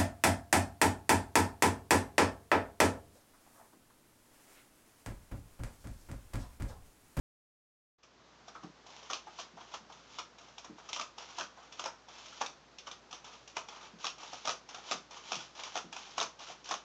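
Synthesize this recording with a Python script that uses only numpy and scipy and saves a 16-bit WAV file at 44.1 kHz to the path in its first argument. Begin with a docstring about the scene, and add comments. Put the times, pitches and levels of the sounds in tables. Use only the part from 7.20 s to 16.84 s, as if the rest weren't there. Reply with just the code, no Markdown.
"""A small quiet room, where a cat paws at slatted window blinds about twice a second.
In each stroke the paw lands with a soft knock, drags ever more brightly over the slats by stick-slip
friction and slips off; bent slats slap back in short runs, each impact exciting their resonances.
Now and then something bumps softly, probably the cat against the sill. Mains hum and hiss lie underneath."""
import sys
import numpy as np
from scipy import signal
from scipy.fft import rfft, irfft, next_fast_len
from scipy.io import wavfile

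SR = 44100
rng = np.random.default_rng(int(sys.argv[2]) if len(sys.argv) > 2 else 0)


def inscribe(sig):
    """Save sig as 16-bit PCM at rate SR to the path in sys.argv[1].

    A 1-D sig is mono; a 2-D sig holds one channel per row.
    Samples are clipped to [-1, 1] before scaling.
    """
    pcm = np.round(np.clip(np.atleast_2d(sig).T, -1, 1) * 32767)
    wavfile.write(sys.argv[1], SR, pcm.astype(np.int16))


N = 425124

# Spectra of the hiss, the friction, the reverberation and the microphone.
# Each row: frequency in Hz, relative gain in dB.
HISS_SPECTRUM = [(25, -31), (45, -17), (80, -16), (120, -6), (180, -5.5), (400, -5.5), (680, -6.5),
                 (900, -8), (1200, -8.5), (1600, -11), (2000, -14), (3200, -16), (4500, -18), (6300, -19),
                 (8800, -31.5)]
FRICTION_SPECTRUM = [(150, -50.5), (250, -20.5), (511, -10.5), (559, -17.5), (699, -5), (765, -6.5),
                     (1030, -4), (1110, -8), (1410, -9), (1840, -14), (3200, -7.5), (4440, -14.5),
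                     (5800, -11.5), (7050, -16.5), (8810, -43), (11500, -83), (19400, -120)]
REVERB_SPECTRUM = [(80, -3), (200, 2), (450, -1.5), (750, -4.5), (1250, -1.5), (1900, -1), (3200, -2.5),
                   (4400, 1.5), (6000, 1.5), (8500, 1.5)]
MIC_RESPONSE = [(40, -0.5), (400, 0), (1200, 1.5), (1800, 0.5), (2600, 0.5), (4300, 2), (6200, 0.5),
                (7200, 0), (7900, -7.5), (8800, -16)]
# Runs of slats slapping back. Each row: start in seconds, length in seconds (zero for a single slap),
# relative knock level in dB, pitch of the first knock in Hz, relative snap level in dB.
SLAP_RUNS = [(0.83, 0, -51.5, 1270, -49), (1.28, 0, -40.5, 680, -47.5), (1.352, 0, -37.5, 1310, -61),
             (1.433, 0, -42, 1100, -53.5), (1.827, 0, -47, 610, -50.5), (1.9, .008, -31, 1210, -38.5),
             (1.932, 0.00011, -34, 1000, -33.5), (2.187, 0.0092, -35.5, 1100, -42),
             (2.408, 0, -43.5, 990, -53), (2.539, 0.00028, -34.5, 890, -42.5), (2.722, 0, -55, 1100, -49.5),
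             (2.985, 0.0046, -34, 980.7, -38.5), (3.38, 0.00018, -46.5, 818, -45.5),
             (3.444, 0, -41, 1080, -46.5), (3.689, 0.00012, -40, 1200, -43),
             (3.73, 0.00015, -41.5, 956, -33), (3.761, 0.00045, -34.5, 1040, -38.5),
             (3.796, .016, -30, 1210, -36), (4.184, .025, -29.5, 916, -36.5), (4.522, 0, -51, 1350, -44.5),
             (4.594, 0.00037, -34, 1280, -39.5), (4.639, 0, -35, 670, -37.5), (4.658, 0, -27.5, 905, -35),
             (5.057, 0, -53, 1200, -45.5), (5.212, .004, -24.5, 800, -35.5), (5.261, 0, -41.5, 732, -36),
             (5.584, 0, -61, 889.7, -41.5), (5.669, 0.0005, -37, 1150, -44.5),
             (5.712, 0.00013, -43, 1201, -44), (5.927, 0.00027, -39.5, 1290, -42.5),
             (6.275, 0, -48.5, 670, -45.5), (6.367, 0.00024, -28.5, 950.3, -36),
             (6.843, .009, -30.5, 1150, -35), (6.867, 0, -35, 1069, -30), (7.031, 0, -41.5, 940, -44),
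             (7.131, 0, -33.5, 721, -41.5), (7.253, 0.00012, -34.5, 730, -39),
             (7.274, .007, -25.5, 1240, -32.5), (7.293, 0, -28, 1150, -31), (7.309, 0, -39, 1250, -35),
             (7.544, 0.00047, -40, 684, -44.5), (7.712, 0, -29, 683.5, -28.5), (7.719, 0, -26, 1230, -30.5),
             (8.119, 0, -27.5, 795.6, -31), (8.13, .024, -38.5, 960, -36),
             (8.434, 0.00029, -43, 659, -39.5), (8.555, 0.019, -28, 869.4, -35.5),
             (8.763, 0.00034, -38.5, 890, -41.5), (8.98, 0.00023, -26.5, 890, -34),
             (9.001, 0, -37, 990, -28.5), (9.012, .016, -25.5, 1020, -33), (9.299, 0, -38, 724, -48),
             (9.489, 0.0002, -39, 1000, -41), (9.51, .004, -26, 1001, -35),
             (9.539, 0.00073, -35, 1170, -38)]
# Along a run the slats are struck nearer the edge. Each row: share of the run, change of knock in dB,
# change of snap in dB.
RUN_PROFILE = [(0, 0, 0), (.5, -5, -1), (1, -4.5, 1)]
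# A light touch scuffs, a hard one clicks. Each row: relative snap level in dB, contact time in seconds.
CONTACT_TIMES = [(-48.5, 0.0044), (-40.5, 0.0026), (-32.5, 0.00096)]
# Broad resonances of bending slats, of their clicking edges and of the sill.
# Each row: frequency in Hz, bandwidth in Hz, gain in dB.
BENDING_MODES = [(213, 420, -11), (467, 118, -2.5), (700, 146, 1), (952, 167, 0.5), (1253, 278, -0.5)]
CLICK_MODES = [(2500, 594, -1), (3400, 630, 2), (4570, 1540, -4), (5600, 1020, 2.5), (6405, 1330, -3)]
THUD_MODES = [(170, 66, -0.5), (320, 77, -0.5), (447, 130, -8)]
# Early reflections from pane, frame and wall. Each row: mean delay in seconds, gain.
REFLECTIONS = [(.0029, 0.31), (0.01, 0.19)]
# Soft bumps on the sill. Each row: start in seconds, relative level in dB.
SILL_BUMPS = [(1.432, -39.5), (2.332, -56), (2.605, -58), (3.493, -42.5), (6.73, -53), (7.742, -49),
              (8.158, -47), (8.64, -45.5), (9.02, -57)]
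# The direct thud and its returns from the walls. Each row: delay in seconds, gain.
THUD_PATHS = [(0, 1), (.023, 0.54), (.053, .3)]
# Strokes of the paw. Each row: landing and slip-off in seconds, relative levels of landing knock,
# landing snap, rub and scrape in dB, swell at the slip in dB.
PAW_STROKES = [(1.664, 1.96, -45, -50.5, -53.5, -53.5, 0), (2.07, 2.21, -38, -60, -58.5, -60, 13),
               (2.373, 2.541, -40, -58, -55, -59, 6), (2.699, 2.955, -42, -57, -59.5, -60, 10),
               (3.183, 3.29, -49, -49.5, -55.5, -57, 0), (3.583, 3.821, -41.5, -53.5, -56, -57.5, 5),
               (3.981, 4.18, -38, -41.5, -51.5, -52, 3), (4.375, 4.62, -41.5, -60, -55, -58, 11),
               (4.884, 5.21, -42, -49, -52, -50.5, 0), (5.909, 5.98, -48, -46.5, -60, -60, 0),
               (6.043, 6.16, -44.5, -45.5, -53, -54.5, 3), (6.485, 6.67, -40, -42.5, -49.5, -54.5, 0),
               (6.785, 6.845, -60, -55, -57, -54, 9), (6.98, 7.25, -47.5, -49, -50.5, -49.5, 0),
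               (7.489, 7.715, -41.5, -43, -50, -51.5, 7), (7.908, 8.11, -44, -46, -49, -49.5, 8),
               (8.16, 8.225, -47, -46, -49, -47, 0), (8.35, 8.56, -47, -49, -47, -48, 2),
               (8.726, 8.985, -40, -39, -51.5, -51, 4), (9.19, 9.31, -49, -47, -49, -48.5, 0),
               (9.441, 9.51, -62, -47, -56, -53, 8)]
# The opening fade. Each row: time in seconds, gain in dB; the last gain holds.
OPENING_GAIN = [(.775, -70), (.787, -15.5), (.825, -17), (.835, -9.5), (1.1, -4.5)]

HUM_HZ, HUM_DB = 58, -71.5
SLAT_GAP_S = .017  # longest gap between the slaps of a run
SLAT_HZ, SLAT_SPREAD, PAD_HZ = 1050, .2, 860  # slat pitch, its relative scatter, landing pitch
CATCH_KNOCK_DB, CATCH_SNAP_DB = 5, 1.5  # a claw catching, added to the stroke's rub and scrape
GRIP_S, RELEASE_T60_S = .02, 0.32  # the drag sets in and dies away
RUB_SAG_DB, SCRAPE_RISE_DB = 3, 1  # change over one stroke
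SCRAPE_HZ = 2000  # rub lies below, scrape above
SLIP_S, SLIP_RUB_SHARE = .055, .6  # half-width of the swell at the slip; the rub's share of its dB
MIC_CUTOFF_HZ = 8850


def undb(db):
    """Amplitude grows tenfold for every 20 dB."""
    return 10 ** (np.asarray(db) / 20)


def unit(x):
    """Energy, the sum of squares, is normalised to one."""
    return x / np.sqrt(np.sum(x ** 2))


def level(x, db):
    """Rms amplitude is set to a level in dB."""
    return x * undb(db) / np.sqrt(np.mean(x ** 2))


def decay(t, t60):
    """Damping is exponential: 60 dB in t60 seconds."""
    return np.exp(-np.log(1000) * t / t60)


def add(track, s, sound):
    """Superposition: a sound joins the track at s seconds."""
    start = int(s * SR)
    part = sound[:max(len(track) - start, 0)]
    track[start:start + len(part)] += part


def colour(x, spectrum):
    """Filtering multiplies the spectrum by a gain curve."""
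    hz, db = np.transpose(spectrum)
    size = next_fast_len(2 * len(x))
    log_hz = np.log(np.fft.rfftfreq(size, 1 / SR) + 1)
    gain = undb(np.interp(log_hz, np.log(hz), db))
    return irfft(rfft(x, size) * gain, size)[:len(x)]


def high_pass(x, hz):
    """A second-order filter sheds 12 dB an octave below its corner."""
    return signal.sosfilt(signal.butter(2, hz, "high", fs=SR, output="sos"), x)


def wander(rate_hz):
    """Interpolated noise drifts with a spread near one."""
    steps = rng.standard_normal(N // 100)
    return np.interp(np.arange(N) / SR * rate_hz, np.arange(len(steps)), steps)


def hiss_and_hum():
    """Broadband noise lies over mains hum, which wavers by slight phase modulation."""
    hum = np.sin(2 * np.pi * HUM_HZ * np.arange(N) / SR + .12 * wander(rate_hz=5))
    hiss = colour(rng.standard_normal(N), HISS_SPECTRUM)
    return level(hiss, -57.0) + level(hum, HUM_DB)


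def slat_pitch():
    """Knock pitches scatter log-normally from slat to slat."""
    return SLAT_HZ * np.exp(SLAT_SPREAD * rng.standard_normal())


def slaps():
    """Elastic recoil: bent slats let go in turn, the later blows less knock and more snap."""
    shares, knock_change, snap_change = np.transpose(RUN_PROFILE)
    for s, length_s, knock_db, knock_hz, snap_db in SLAP_RUNS:
        for share in np.linspace(0, 1, 1 + int(np.ceil(length_s / SLAT_GAP_S))):
            yield (s + share * length_s, knock_db + np.interp(share, shares, knock_change),
                   slat_pitch() if share else knock_hz, snap_db + np.interp(share, shares, snap_change))


def contact(t, contact_s):
    """An impact's force peaks at contact_s and lets go."""
    return unit(t * np.exp(-t / contact_s))


def grains(size, per_s, spread_db):
    """Tiny contacts of uneven strength arrive as a Poisson process."""
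    present = rng.random(size) < per_s / SR
    return present * np.sign(rng.standard_normal(size)) * undb(spread_db * rng.standard_normal(size))


def chatter(t, contact_s, per_s, t60, db):
    """Incoherent contacts add in power: one rough blow, then ever weaker taps of neighbouring slats."""
    envelope = decay(t, t60) * np.minimum(t / .004, 1)
    taps = undb(db) * unit(grains(len(t), per_s, spread_db=3.5) * envelope + 1e-9)
    taps[0] = 1
    power = signal.fftconvolve(taps ** 2, contact(t, contact_s) ** 2)[:len(t)]
    return np.sqrt(np.abs(power)) * rng.standard_normal(len(t))


def resonate(x, modes):
    """Modal superposition: band-pass resonances sum with alternating signs."""
    return sum((-1) ** k * undb(db) * signal.lfilter(*signal.iirpeak(hz, hz / width, fs=SR), x)
               for k, (hz, width, db) in enumerate(modes))


def slats(blows):
    """Impact excitation: a slat knocks in its bending modes while its edge snaps against the next."""
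    out, t = np.zeros(N), np.arange(SR // 3) / SR
    for s, knock_db, knock_hz, snap_db in blows:
        contact_s = np.interp(snap_db, *np.transpose(CONTACT_TIMES))
        # the free length of slat gives each knock a few cycles of its own pitch
        span = unit(np.sin(2 * np.pi * knock_hz * t) * contact(t, 0.00081 + 0.15 * contact_s))
        body = unit(resonate(chatter(t, contact_s, per_s=400, t60=0.11, db=-1), BENDING_MODES))
        knock = high_pass(span + 1.11 * body, hz=138)
        edge_force = chatter(t, 0.76 * contact_s, per_s=200, t60=.09, db=-6)
        snap = unit(high_pass(resonate(edge_force, CLICK_MODES), hz=1210))
        sound = undb(knock_db + 18.5) * knock + undb(snap_db + 24.5) * snap
        add(out, s, room(sound, wet_db=-4.0))
        # a reversed decay: the slat slides ever faster just before it lets go
        slide = unit(resonate(rng.standard_normal(len(t)) * decay(t, .05), BENDING_MODES + CLICK_MODES))
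        add(out, s - t[-1], undb(knock_db + 7.0) * slide[::-1])
    return out


def room(x, wet_db, low_t60=0.27, high_t60=0.23):
    """Reverberation: early reflections and a short diffuse tail whose treble dies first."""
    t = np.arange(SR // 3) / SR
    noise = rng.standard_normal(len(t))
    low = signal.sosfilt(signal.butter(2, 1600, fs=SR, output="sos"), noise)
    high = high_pass(noise, hz=1600)
    tail = (low * decay(t, low_t60) - high * decay(t, high_t60)) * np.minimum(t / 0.0051, 1)
    response = undb(wet_db) * colour(unit(tail), REVERB_SPECTRUM)
    response[0] += 1  # direct sound
    for delay_s, gain in REFLECTIONS:  # each spot on the blinds has its own paths
        add(response, delay_s * rng.uniform(.75, 1.25), np.array([gain]))
    return signal.fftconvolve(x, response)[:len(x)]


def sill_bumps():
    """Dispersion: after a padded blow the higher bending waves arrive first, so the thud sinks in pitch."""
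    out, t = np.zeros(N), np.arange(SR // 3) / SR
    for s, db in SILL_BUMPS:
        hz = (152 + 200 * np.exp(-t / 0.0075)) * (1 + 0.038 * rng.standard_normal())
        thud = unit(np.sin(2 * np.pi * np.cumsum(hz) / SR) * t * np.exp(-(t / 0.016) ** 2))
        shudder = unit(resonate(rng.standard_normal(len(t)) * contact(t, 0.0068), THUD_MODES))
        sound = undb(db + 26.5) * high_pass(thud + 0.97 * shudder, hz=95)
        for delay_s, gain in THUD_PATHS:
            add(out, s + delay_s, gain * sound)
    return out


def paw_touches(catches=2):
    """Impacts of a stroke: the paw lands on one slat, then its claws catch on others."""
    for lands_s, off_s, knock_db, snap_db, rub_db, scrape_db, _ in PAW_STROKES:
        yield lands_s, knock_db, PAD_HZ, snap_db
        for share in (np.arange(catches) + rng.random(catches)) / catches:
            catch_s = lands_s + share * (off_s - lands_s)
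            yield catch_s, rub_db + CATCH_KNOCK_DB, slat_pitch(), scrape_db + CATCH_SNAP_DB


def stroke_envelopes():
    """Friction follows the stroke: it grips, turns from rub to scrape, swells at the slip and dies away."""
    rub, scrape, t = np.zeros(N), np.zeros(N), np.arange(SR) / SR
    for lands_s, off_s, _, _, rub_db, scrape_db, slip_db in PAW_STROKES:
        length_s = off_s - lands_s
        progress = np.minimum(t / length_s, 1) - .5  # zero at mid-stroke
        hold = np.minimum(t / GRIP_S, 1) * decay(np.maximum(t - length_s, 0), RELEASE_T60_S)
        swell_db = slip_db * np.exp(-((t - length_s) / SLIP_S) ** 2)
        add(rub, lands_s, hold * undb(rub_db - RUB_SAG_DB * progress + SLIP_RUB_SHARE * swell_db))
        add(scrape, lands_s, hold * undb(scrape_db + SCRAPE_RISE_DB * progress + swell_db))
    return rub, scrape


def paw_drag(edges=4):
    """Stick-slip friction: fur and claws crackle over slat edges, brighter as the paw speeds up."""
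    out = np.zeros(N)
    rub_gain, scrape_gain = stroke_envelopes()
    for _ in range(edges):
        crackle = level(grains(N, per_s=900, spread_db=5), 0)
        rustle = level(rng.standard_normal(N), -4.5)
        grip = undb(4.7 * wander(rate_hz=35))
        friction = level(colour((crackle + rustle) * grip, FRICTION_SPECTRUM), -1.46)
        rub = signal.sosfiltfilt(signal.butter(2, SCRAPE_HZ, fs=SR, output="sos"), friction)
        scrape = friction - rub
        out += room(rub * rub_gain + scrape * scrape_gain, wet_db=-5.0)
    return out / np.sqrt(edges)


def scene():
    """Superposition: blinds, sill and background sum in one channel."""
    return (slats(slaps()) + slats(paw_touches()) + paw_drag() + sill_bumps() + hiss_and_hum())[None]


def record(dry):
    """Band limiting: a small microphone colours the sound and cuts its top; the level fades in."""
    gain_db = np.interp(np.arange(N) / SR, *np.transpose(OPENING_GAIN))
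    sound = colour(dry[0], MIC_RESPONSE) * undb(gain_db)
    return signal.sosfilt(signal.ellip(10, .2, 70, MIC_CUTOFF_HZ, fs=SR, output="sos"), sound)[None]


dry = scene()
out = record(dry)
inscribe(out)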